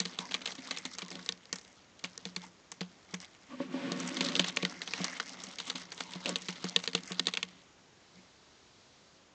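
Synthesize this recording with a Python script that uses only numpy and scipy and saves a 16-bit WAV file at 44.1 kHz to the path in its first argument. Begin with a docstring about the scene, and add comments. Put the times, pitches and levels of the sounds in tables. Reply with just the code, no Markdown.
"""Parakeets in a nest box

Young parakeets shuffle on the sheet lining a small wooden nest box; a hand reaches in to lift one out.
Claws tick and skid among husks (resonant noise bursts, decaying grains); feet and knuckles thump the box
(rounded pushes into ringing modes); feathers and skin rub (noise under contact gains); short hollow scuffs
and rustles, of feet or hand, are noise in one resonance. Steady hiss lies underneath, joined by a faint
hiss around 4 kHz as the bustle dies away."""
import sys
import numpy as np
from scipy import signal
from scipy.fft import rfft, irfft
from scipy.io import wavfile

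SR = 44100
rng = np.random.default_rng(int(sys.argv[2]) if len(sys.argv) > 2 else 0)


def master_out(mix):
    """Clip the mix to full scale and print it as 16-bit PCM to the path in sys.argv[1]."""
    frames = np.transpose(np.atleast_2d(mix))
    ceiling = np.clip(frames, -1, 1)
    pcm = np.round(ceiling * 32767).astype(np.int16)
    wavfile.write(sys.argv[1], SR, pcm)


N = 411879  # samples

# microphone and room noise spectrum, before overall scaling: f/Hz, density/dB per Hz
HISS_SPECTRUM = [(15, -62.5), (25, -20.5), (76, -2.5), (290, -2.5), (394, -3.5), (1010, -7.5),
                 (3370, -12.5), (4370, -15), (7000, -14), (8600, -33)]
HISS_RMS_DB = -62.5
BAND_TOP_HZ, CUTOFF_HZ = 8340, 9157

# bird activity as scratching on the sheet: t/s, level/dB
BUSTLE = [(0.0, -51.5), (0.55, -53.5), (0.82, -55.5), (1.2, -53), (1.4, -64), (1.94, -68.5), (2.3, -59),
          (2.55, -69.5), (3.45, -64), (3.9, -67), (4.05, -44.5), (4.35, -44.5), (4.7, -50), (5.55, -55.5),
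          (6.2, -52.5), (7.25, -52.5), (7.45, -58.5), (7.76, -71), (8.4, -76)]
FLOOR_UNDER_DB, WALL_UNDER_DB = -11, -4.5  # bustle's rubbing on floor and wall, re scratching
# single sweeps of tail, wing or skin: start/s, length/s, sheet/dB, floor/dB, wall/dB
SWEEPS = [(0.162, 0.11, -48.5, -74, -50), (0.467, 0.072, -48.5, -61, -62), (0.58, 0.24, -51.5, -64, -51),
          (1.083, 0.14, -87, -51, -47), (2.38, 0.13, -58.5, -63, -65), (3.065, 0.11, -60.5, -65, -70),
          (3.193, 0.077, -52.5, -67, -70), (3.461, 0.13, -77, -74, -43.5), (3.979, 0.071, -44.5, -47, -58),
          (4.459, 0.055, -36.5, -62, -55), (4.94, 0.14, -43, -58, -40), (4.98, 0.26, -47.5, -76, -55),
          (5.19, 0.43, -56, -67, -53), (5.634, 0.098, -45, -75, -45.5), (5.757, 0.1, -54.5, -76, -77),
          (6.223, 0.14, -46, -45, -38), (6.605, 0.14, -47.5, -69, -66), (8.078, 0.2, -70, -70, -66)]
SWEEP_GRAIN = 0.63  # gain of husk crackle in a sweep, re brushing
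# hand dragging along the boards: t/s, floor/dB, wall/dB
HAND_DRAG = [(3.5, -73, -65), (3.62, -71, -35.5), (3.68, -50, -50), (3.74, -49.5, -35.5),
             (3.86, -48.5, -33.5), (4.12, -53.5, -40), (4.28, -47.5, -33.5), (4.54, -56.5, -53.5),
             (4.8, -53, -41)]
# lining sheet resonances: f/Hz, width/Hz, level/dB
SHEET_MODES = [(960, 870, -9), (2143, 208, 0.5), (2680, 5450, -4), (4790, 3540, 0), (5900, 1220, -4.5)]

# claw and husk ticks: t/s, snap peak/dB, contact pitch f/Hz, skid re snap peak/dB
TICKS = [(0.0014, -14, 4230, -12), (0.0528, -24.5, 3570, -3.5), (0.187, -27, 3550, 1),
         (0.3096, -32, 3270, 5), (0.3418, -15.5, 2500, -10.5), (0.415, -37.5, 2730, 0),
         (0.457, -23, 3540, -2), (0.4743, -23, 3470, -12), (0.52, -31.5, 3430, -6), (0.5526, -33, 4900, -5),
         (0.582, -40, 3680, 3), (0.709, -23.5, 3770, -3), (0.764, -32, 3900, -18), (0.7717, -28, 3800, -8),
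         (0.7842, -28.5, 5800, -14), (0.852, -24.5, 4350, -6), (0.951, -34, 5730, -23),
         (0.9842, -27.5, 4400, -4), (1.019, -29, 2420, -9), (1.082, -34.5, 4770, -31),
         (1.1037, -33, 5870, -29), (1.1137, -34, 4130, -3.5), (1.154, -31, 3750, -14),
         (1.1912, -40, 1450, 1), (1.2612, -29, 4600, -20), (1.2897, -14, 3600, -18),
         (1.3224, -27.5, 4340, -18), (1.455, -38, 4400, -34), (1.5277, -16, 4700, -21),
         (1.5357, -32, 5960, -4), (1.5575, -30, 5600, -6), (1.5847, -34.5, 4700, -14),
         (1.6125, -41.5, 5400, -15), (1.9923, -40, 3900, -4), (2.0398, -24.5, 4400, -12),
         (2.0436, -24.5, 2370, -6.5), (2.177, -27.5, 5300, -47), (2.2532, -23.5, 3960, -10),
         (2.362, -24, 4050, -9.5), (2.717, -30, 5900, -6.5), (2.808, -27.5, 2070, -2.5),
         (3.1398, -28, 4800, -4), (3.2022, -32.5, 5360, -12), (3.9187, -22, 3920, -11.5),
         (4.001, -26, 5500, -10), (4.1689, -23.5, 3630, -5), (4.208, -14, 2950, -11),
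         (4.2604, -31, 2330, -29), (4.2864, -21, 3920, -8), (4.32, -27, 1960, -23),
         (4.3532, -14, 3360, -12), (4.3634, -17.5, 3480, -35), (4.3941, -12.5, 2950, -4),
         (4.4425, -21.5, 1670, -7), (4.5633, -26, 6800, -15), (4.57, -14.5, 2340, -14.5),
         (4.629, -19.5, 2400, -30), (4.6502, -15.5, 1580, -17), (4.8174, -22, 2180, -12),
         (4.875, -26.5, 3280, -8.5), (4.9355, -17, 2210, -14), (5.0431, -17.5, 4630, -4.5),
         (5.1991, -20, 1500, -5), (5.4378, -25, 6310, -17), (5.468, -39, 3900, 0),
         (5.585, -27.5, 3200, 1.5), (5.6, -25.5, 3150, -10), (5.699, -22.5, 4070, -3),
         (5.7544, -30, 3500, 4), (5.919, -29, 4230, -7), (5.9774, -32, 3430, -9),
         (6.0038, -29.5, 3700, 1.5), (6.135, -30.5, 3260, -10), (6.1519, -34, 3700, -1),
         (6.258, -17.5, 2530, -14.5), (6.2921, -19, 6130, -14), (6.3574, -14, 3270, -20.5),
         (6.4202, -32, 6270, -17), (6.4845, -25, 3370, 4), (6.5573, -36.5, 2020, -2.5),
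         (6.6419, -25, 4370, -5), (6.7615, -8.5, 2890, -25), (6.789, -32, 3440, 2),
         (6.8378, -30.5, 4050, -1), (6.8754, -14, 3450, -21), (6.932, -30.5, 3960, -4),
         (6.9494, -14, 3360, -8.5), (6.9772, -30, 2800, -14), (7.119, -25, 3900, -8.5),
         (7.195, -13, 3480, -29), (7.256, -32, 3850, -16), (7.2692, -11.5, 3570, -21),
         (7.2818, -26.5, 1940, -2.5), (7.3373, -21, 3360, -9), (7.3718, -16.5, 2800, -9),
         (7.4286, -17, 3030, -20)]
SNAP_RISE_S, SKID_RISE_S = 0.00039, 0.0025
SNAP_EDGE = 1.6  # gain during the rise: first contact is hardest
SNAP_MID_HZ = 3200  # snaps pitched above this are shorter
BOUNCE_MAX_S, BOUNCE_MIN_DB = 0.006, -20  # next toe: latest delay, softest level before skid weighting
SKID_REF_T60_S, SKID_REF_DB = 0.05, -25.5  # skid decay at a reference skid level
SKID_SHORTENS = 0.2  # harder skids stop sooner: dB of length lost per dB of level
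SETTLE_DB, SETTLE_T60_S = -16.5, 0.17  # husks settling, re skid
CORNER_UNTIL_S, MID_FLOOR_DB = 3.3, 0.5  # bird leaves the corner; claw drive gain afterwards
CORNER_STEP_DB = 8  # until then the toes of each footfall also press as claw tips do

# feet and knuckles on the boards: t/s, floor blow/dB, wall blow/dB
THUMPS = [(0.002, -37, -46), (0.053, -38, -57), (0.188, -39, -42), (0.345, -40, -76), (0.584, -51, -40),
          (0.851, -50, -38), (1.026, -40, -69), (1.111, -40.5, -61), (1.526, -41, -41), (2.038, -41.5, -38),
          (2.257, -40, -65), (2.367, -41.5, -60), (2.81, -34.5, -46.5), (3.135, -36.5, -57),
          (3.601, -61, -22), (3.74, -65, -25), (3.916, -30, -41), (4.207, -33.5, -53), (4.395, -28, -26.5),
          (4.568, -63, -29.5), (4.629, -28, -31.5), (5.002, -28, -60), (5.749, -51, -40),
          (6.005, -50, -40.5), (6.155, -37.5, -41.5), (6.256, -51, -35), (6.296, -48, -39),
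          (6.487, -31.5, -49), (6.6411, -27.5, -38), (6.763, -67, -52), (6.947, -32.5, -35.5),
          (7.108, -33, -52), (7.198, -33, -35.5), (7.272, -32, -42)]
# box modes: f/Hz, floor drive/dB, wall drive/dB, claw tip drive/dB, t60/s
BOX_MODES = [(179.4, 0, -19, -28, 0.19), (214, -7.5, -20.5, -30, 0.061), (258.1, -54, -3, -36, 0.12),
             (346, -6, -9, -35.5, 0.042), (462.5, -11.5, -19.5, -24, 0.078), (562.3, -57.5, -13, -42, 0.13),
             (708, -10.5, -16.5, -49.5, 0.032), (907, -22, -15, -47.5, 0.035),
             (1116, -11.5, -14, -29.5, 0.053), (1488, -20.5, -21.5, -33.5, 0.05),
             (1840, -28, -20, -24, 0.047), (2280, -28.5, -32, -40.5, 0.035)]
BOX_LOW_HZ = 176  # box too small to radiate below this
SPOT_DB, SPOT_RATE_HZ = 2.2, 8  # drive spread per mode as the touched spot moves

# short hollow scuffs and rustles, of feet or hand: start/s, length/s, pitch f/Hz, level/dB
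SCUFFS = [(0.179, 0.12, 960, -49.5), (0.997, 0.15, 1020, -60.5), (2.414, 0.049, 910, -56),
          (3.49, 0.078, 1140, -51.5), (5.76, 0.73, 926, -59.5), (6.237, 0.098, 560, -41),
          (8.153, 0.067, 2270, -67)]
# faint hiss around 4 kHz as the bustle dies away: t/s, level/dB
FAINT_HISS = [(7.8, -85), (8.05, -69.5), (8.9, -66.5), (9.3, -70)]
FAINT_HISS_HZ, FAINT_HISS_WIDTH_HZ = 4170, 1600


def amp(db):
    """Gain of a level in dB."""
    return 10 ** (np.asarray(db) / 20)


def rms_one(x):
    """Scale to rms 1."""
    return x / np.sqrt(np.mean(x ** 2) + 1e-20)


def drift(rate_hz):
    """Slow random wander of rms 1: noise through two equal low-pass poles."""
    r = np.exp(-2 * np.pi * rate_hz / SR)
    wander = signal.lfilter([1], [1, -2 * r, r * r], rng.standard_normal(N + SR))
    return rms_one(wander[SR:])  # skip the filter's start-up


def resonance(x, hz, width_hz):
    """Two-pole band-pass with peak gain 1."""
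    r = np.exp(-np.pi * width_hz / SR)
    zeros = np.array([1, 0, -1]) * (1 - r * r) / 2
    return signal.lfilter(zeros, [1, -2 * r * np.cos(2 * np.pi * hz / SR), r * r], x)


def in_time(rows, fade_s=0.14):
    """Gains of a table's dB columns, interpolated in dB and faded out at its end."""
    s, *levels_db = np.transpose(rows)
    t = np.arange(N) / SR
    fade = np.clip((s[-1] - t) / fade_s, 0, 1)
    return fade * amp([np.interp(t, s, db) for db in levels_db])


def hiss():
    """Steady microphone and quiet-room noise, shaped in the spectrum."""
    hz, db = np.transpose(HISS_SPECTRUM)
    grid_hz = np.maximum(np.fft.rfftfreq(N, 1 / SR), 1)
    gain = amp(np.interp(np.log(grid_hz), np.log(hz), db))
    return amp(HISS_RMS_DB) * rms_one(irfft(rfft(rng.standard_normal(N)) * gain, N))


def sheet(x):
    """Lining sheet: broad resonances side by side, alternating in sign."""
    return sum((-1) ** k * amp(db) * resonance(x, hz, width_hz)
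               for k, (hz, width_hz, db) in enumerate(SHEET_MODES))


def crackle(chance, per_s, spread_db, t60_s):
    """Envelope of tiny slips from uniform draws: each jumps up at once and dies fast."""
    share = per_s / SR
    sizes_db = -spread_db * np.log(np.clip(chance / share, .02, 1))
    slips = (chance < share) * amp(sizes_db)
    return signal.lfilter([1], [1, -amp(-60 / (t60_s * SR))], slips + 1e-18)


def patchy(x, patchy_db=2.5, rate_hz=12.0):
    """Bands two thirds of an octave apart come and go independently as the rubbed spot changes."""
    centres_hz = 500 * 2 ** np.arange(0, 4.1, 2 / 3)
    return sum((-1) ** k * amp(patchy_db * drift(rate_hz)) * resonance(x, hz, hz / 2)
               for k, hz in enumerate(centres_hz))


def contact():
    """Friction gains: bustle on sheet, sweeps on sheet, then floor and wall with all sources power-summed."""
    bustle = in_time(BUSTLE)
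    under = bustle * amp([[FLOOR_UNDER_DB], [WALL_UNDER_DB]])
    power = np.vstack([np.zeros(N), under ** 2])  # sheet sweeps, floor, wall
    hand_in = np.arange(N) / SR > HAND_DRAG[0][0]
    power[1:] += (in_time(HAND_DRAG) * hand_in) ** 2
    for s, length_s, *levels_db in SWEEPS:
        swell = np.hanning(round(length_s * SR))
        at = round(s * SR)
        power[:, at:at + len(swell)] += (amp(levels_db)[:, None] * swell) ** 2
    return np.vstack([bustle, np.sqrt(power)])


def shuffle(floor_rub_db=-20.5, wall_rub_db=-25.5, skin_db=-14.0, skin_hz=1600):
    """Brushing and husk crackle on the sheet plus direct dull rub; also smooth friction on floor and wall."""
    bustle, sweep, *rub = contact()
    husks_per_s = 220 * amp(3.5 * drift(14))  # clumps
    husks = crackle(rng.random(N), husks_per_s, spread_db=3.5, t60_s=.008)
    bright_husks = crackle(rng.random(N), husks_per_s, spread_db=4.5, t60_s=.007)
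    brush = 0.85 * amp(2.5 * drift(25))
    noise = rng.standard_normal((5, N))

    bright = resonance(bright_husks * noise[1], 4060, 2300)
    crackles = patchy(sheet(husks * noise[0]) + 0.58 * bright)
    brushed = patchy(sheet(brush * noise[0]))
    steady = rms_one(brushed + crackles)
    swept = rms_one(rms_one(brushed) + SWEEP_GRAIN * rms_one(crackles))
    scraped = bustle * steady + sweep * swept

    dull = resonance(resonance(noise[2], skin_hz, 2900), skin_hz, 2900)
    skin = amp(skin_db) * rub[1] * rms_one(dull)  # follows the wall rub
    unevenness = amp(0.49 * drift(11.0))
    friction = rub * noise[3:] * unevenness * amp([[floor_rub_db], [wall_rub_db]])
    return scraped + skin, friction


def ticks(snap_t60_s=0.011, q=3.64, broad_db=-2.0):
    """Each claw snaps at its own pitch, then skids in small slips; also returns contact force impulses."""
    length = round(.25 * SR)
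    t = np.arange(length) / SR
    out, force = np.zeros(N + length), np.zeros(N)
    noise = rng.standard_normal((len(TICKS), 2, length))
    chance = rng.random((len(TICKS), length))
    grips = .55 + crackle(chance, per_s=260, spread_db=2.4, t60_s=0.012)
    toes = rng.random((len(TICKS), 2)) * [BOUNCE_MAX_S, BOUNCE_MIN_DB]
    for (s, db, hz, skid_db), (snap, skid), grip, (toe_s, toe_db) in zip(TICKS, noise, grips, toes):
        decay = amp(-60 * t / snap_t60_s * max(hz / SNAP_MID_HZ, 1))
        touch = decay * (1 - np.exp(-t / SNAP_RISE_S))
        next_toe = amp(toe_db + skid_db / 2) * np.interp(t - toe_s, t, touch)
        snap = np.where(t < SNAP_RISE_S, snap * SNAP_EDGE, snap)
        hit = snap * (touch + next_toe)
        hit = resonance(hit, hz, hz / q) + amp(broad_db) * sheet(hit) / 2
        hit = resonance(hit, 1300, 10000)  # light claw tip: little bass

        skid_t60_s = SKID_REF_T60_S * amp(SKID_SHORTENS * (SKID_REF_DB - skid_db))
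        slips = rms_one(sheet(skid * grip) + 0.33 * resonance(skid * grip, hz, hz / 2))
        skid_decay = amp(-60 * t / skid_t60_s) + amp(SETTLE_DB - 60 * t / SETTLE_T60_S)
        skid_env = skid_decay * (1 - np.exp(-t / SKID_RISE_S))
        tick = hit / np.abs(hit).max() + amp(skid_db) * skid_env * slips

        at = max(round(s * SR), 0)
        out[at:at + length] += amp(db) * tick
        force[at] = amp(db + MID_FLOOR_DB * (s > CORNER_UNTIL_S))
    return out[:N], force


def thumps(soft_hz=1200):
    """Soft blows: impulses low-passed into rounded pushes on floor and wall."""
    pushes = np.zeros((2, N))
    at = [round(row[0] * SR) for row in THUMPS]
    pushes[:, at] = amp(np.transpose(THUMPS)[1:])
    return signal.sosfilt(signal.butter(2, soft_hz, fs=SR, output="sos"), pushes)


def ring(x, hz, t60_s):
    """Two-pole mode: a unit click rings a decaying sine of initial height 1."""
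    r, w = amp(-60 / (t60_s * SR)), 2 * np.pi * hz / SR
    return signal.lfilter([0, np.sin(w)], [1, -2 * r * np.cos(w), r * r], x + 1e-18)


def box(drives):
    """Hollow box: floor, wall and claw tips each drive their own share of the ringing modes."""
    modes = np.zeros(N)
    for k, (hz, *shares_db, t60_s) in enumerate(BOX_MODES):
        drive = amp(shares_db) @ drives
        spot = amp(SPOT_DB * drift(SPOT_RATE_HZ))
        modes += (-1) ** k * ring(drive * spot, hz, t60_s)
    return signal.sosfilt(signal.butter(3, BOX_LOW_HZ, "high", fs=SR, output="sos"), modes)


def scuffs(q=5.1, rough_db=0.0):
    """Short hollow scuffs and rustles: noise through one resonance, twice over, swelling and fading."""
    out = np.zeros(N)
    rough = rng.standard_normal(N) * amp(rough_db * drift(40))
    for s, length_s, hz, db in SCUFFS:
        at, size = round(s * SR), round(length_s * SR)
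        hollow = resonance(resonance(rough[at:at + size], hz, hz / q), hz, hz / q)
        out[at:at + size] += amp(db) * np.hanning(size) * rms_one(hollow)
    return out


def faint_hiss():
    """Noise in one high band, gated on late in the scene."""
    band = resonance(rng.standard_normal(N), FAINT_HISS_HZ, FAINT_HISS_WIDTH_HZ)
    started = np.arange(N) / SR > FAINT_HISS[0][0]
    return in_time(FAINT_HISS)[0] * started * rms_one(band)


def scene():
    """Sum of all sources at one microphone held over the box."""
    scratch, friction = shuffle()
    claws, claw_force = ticks()
    blows = thumps()
    in_corner = np.arange(N) / SR < CORNER_UNTIL_S
    toes = amp(CORNER_STEP_DB) * blows[0] * in_corner
    boards = box(np.vstack([blows + friction, claw_force + toes]))
    return (hiss() + scratch + claws + boards + scuffs() + faint_hiss())[None]


def record(dry):
    """Band limit of the sound file: steep low-pass, then a band cut."""
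    limited = signal.sosfilt(signal.butter(14, BAND_TOP_HZ, fs=SR, output="sos"), dry)
    return signal.sosfilt(signal.cheby2(6, 25, CUTOFF_HZ, fs=SR, output="sos"), limited)


dry = scene()
out = record(dry)
master_out(out)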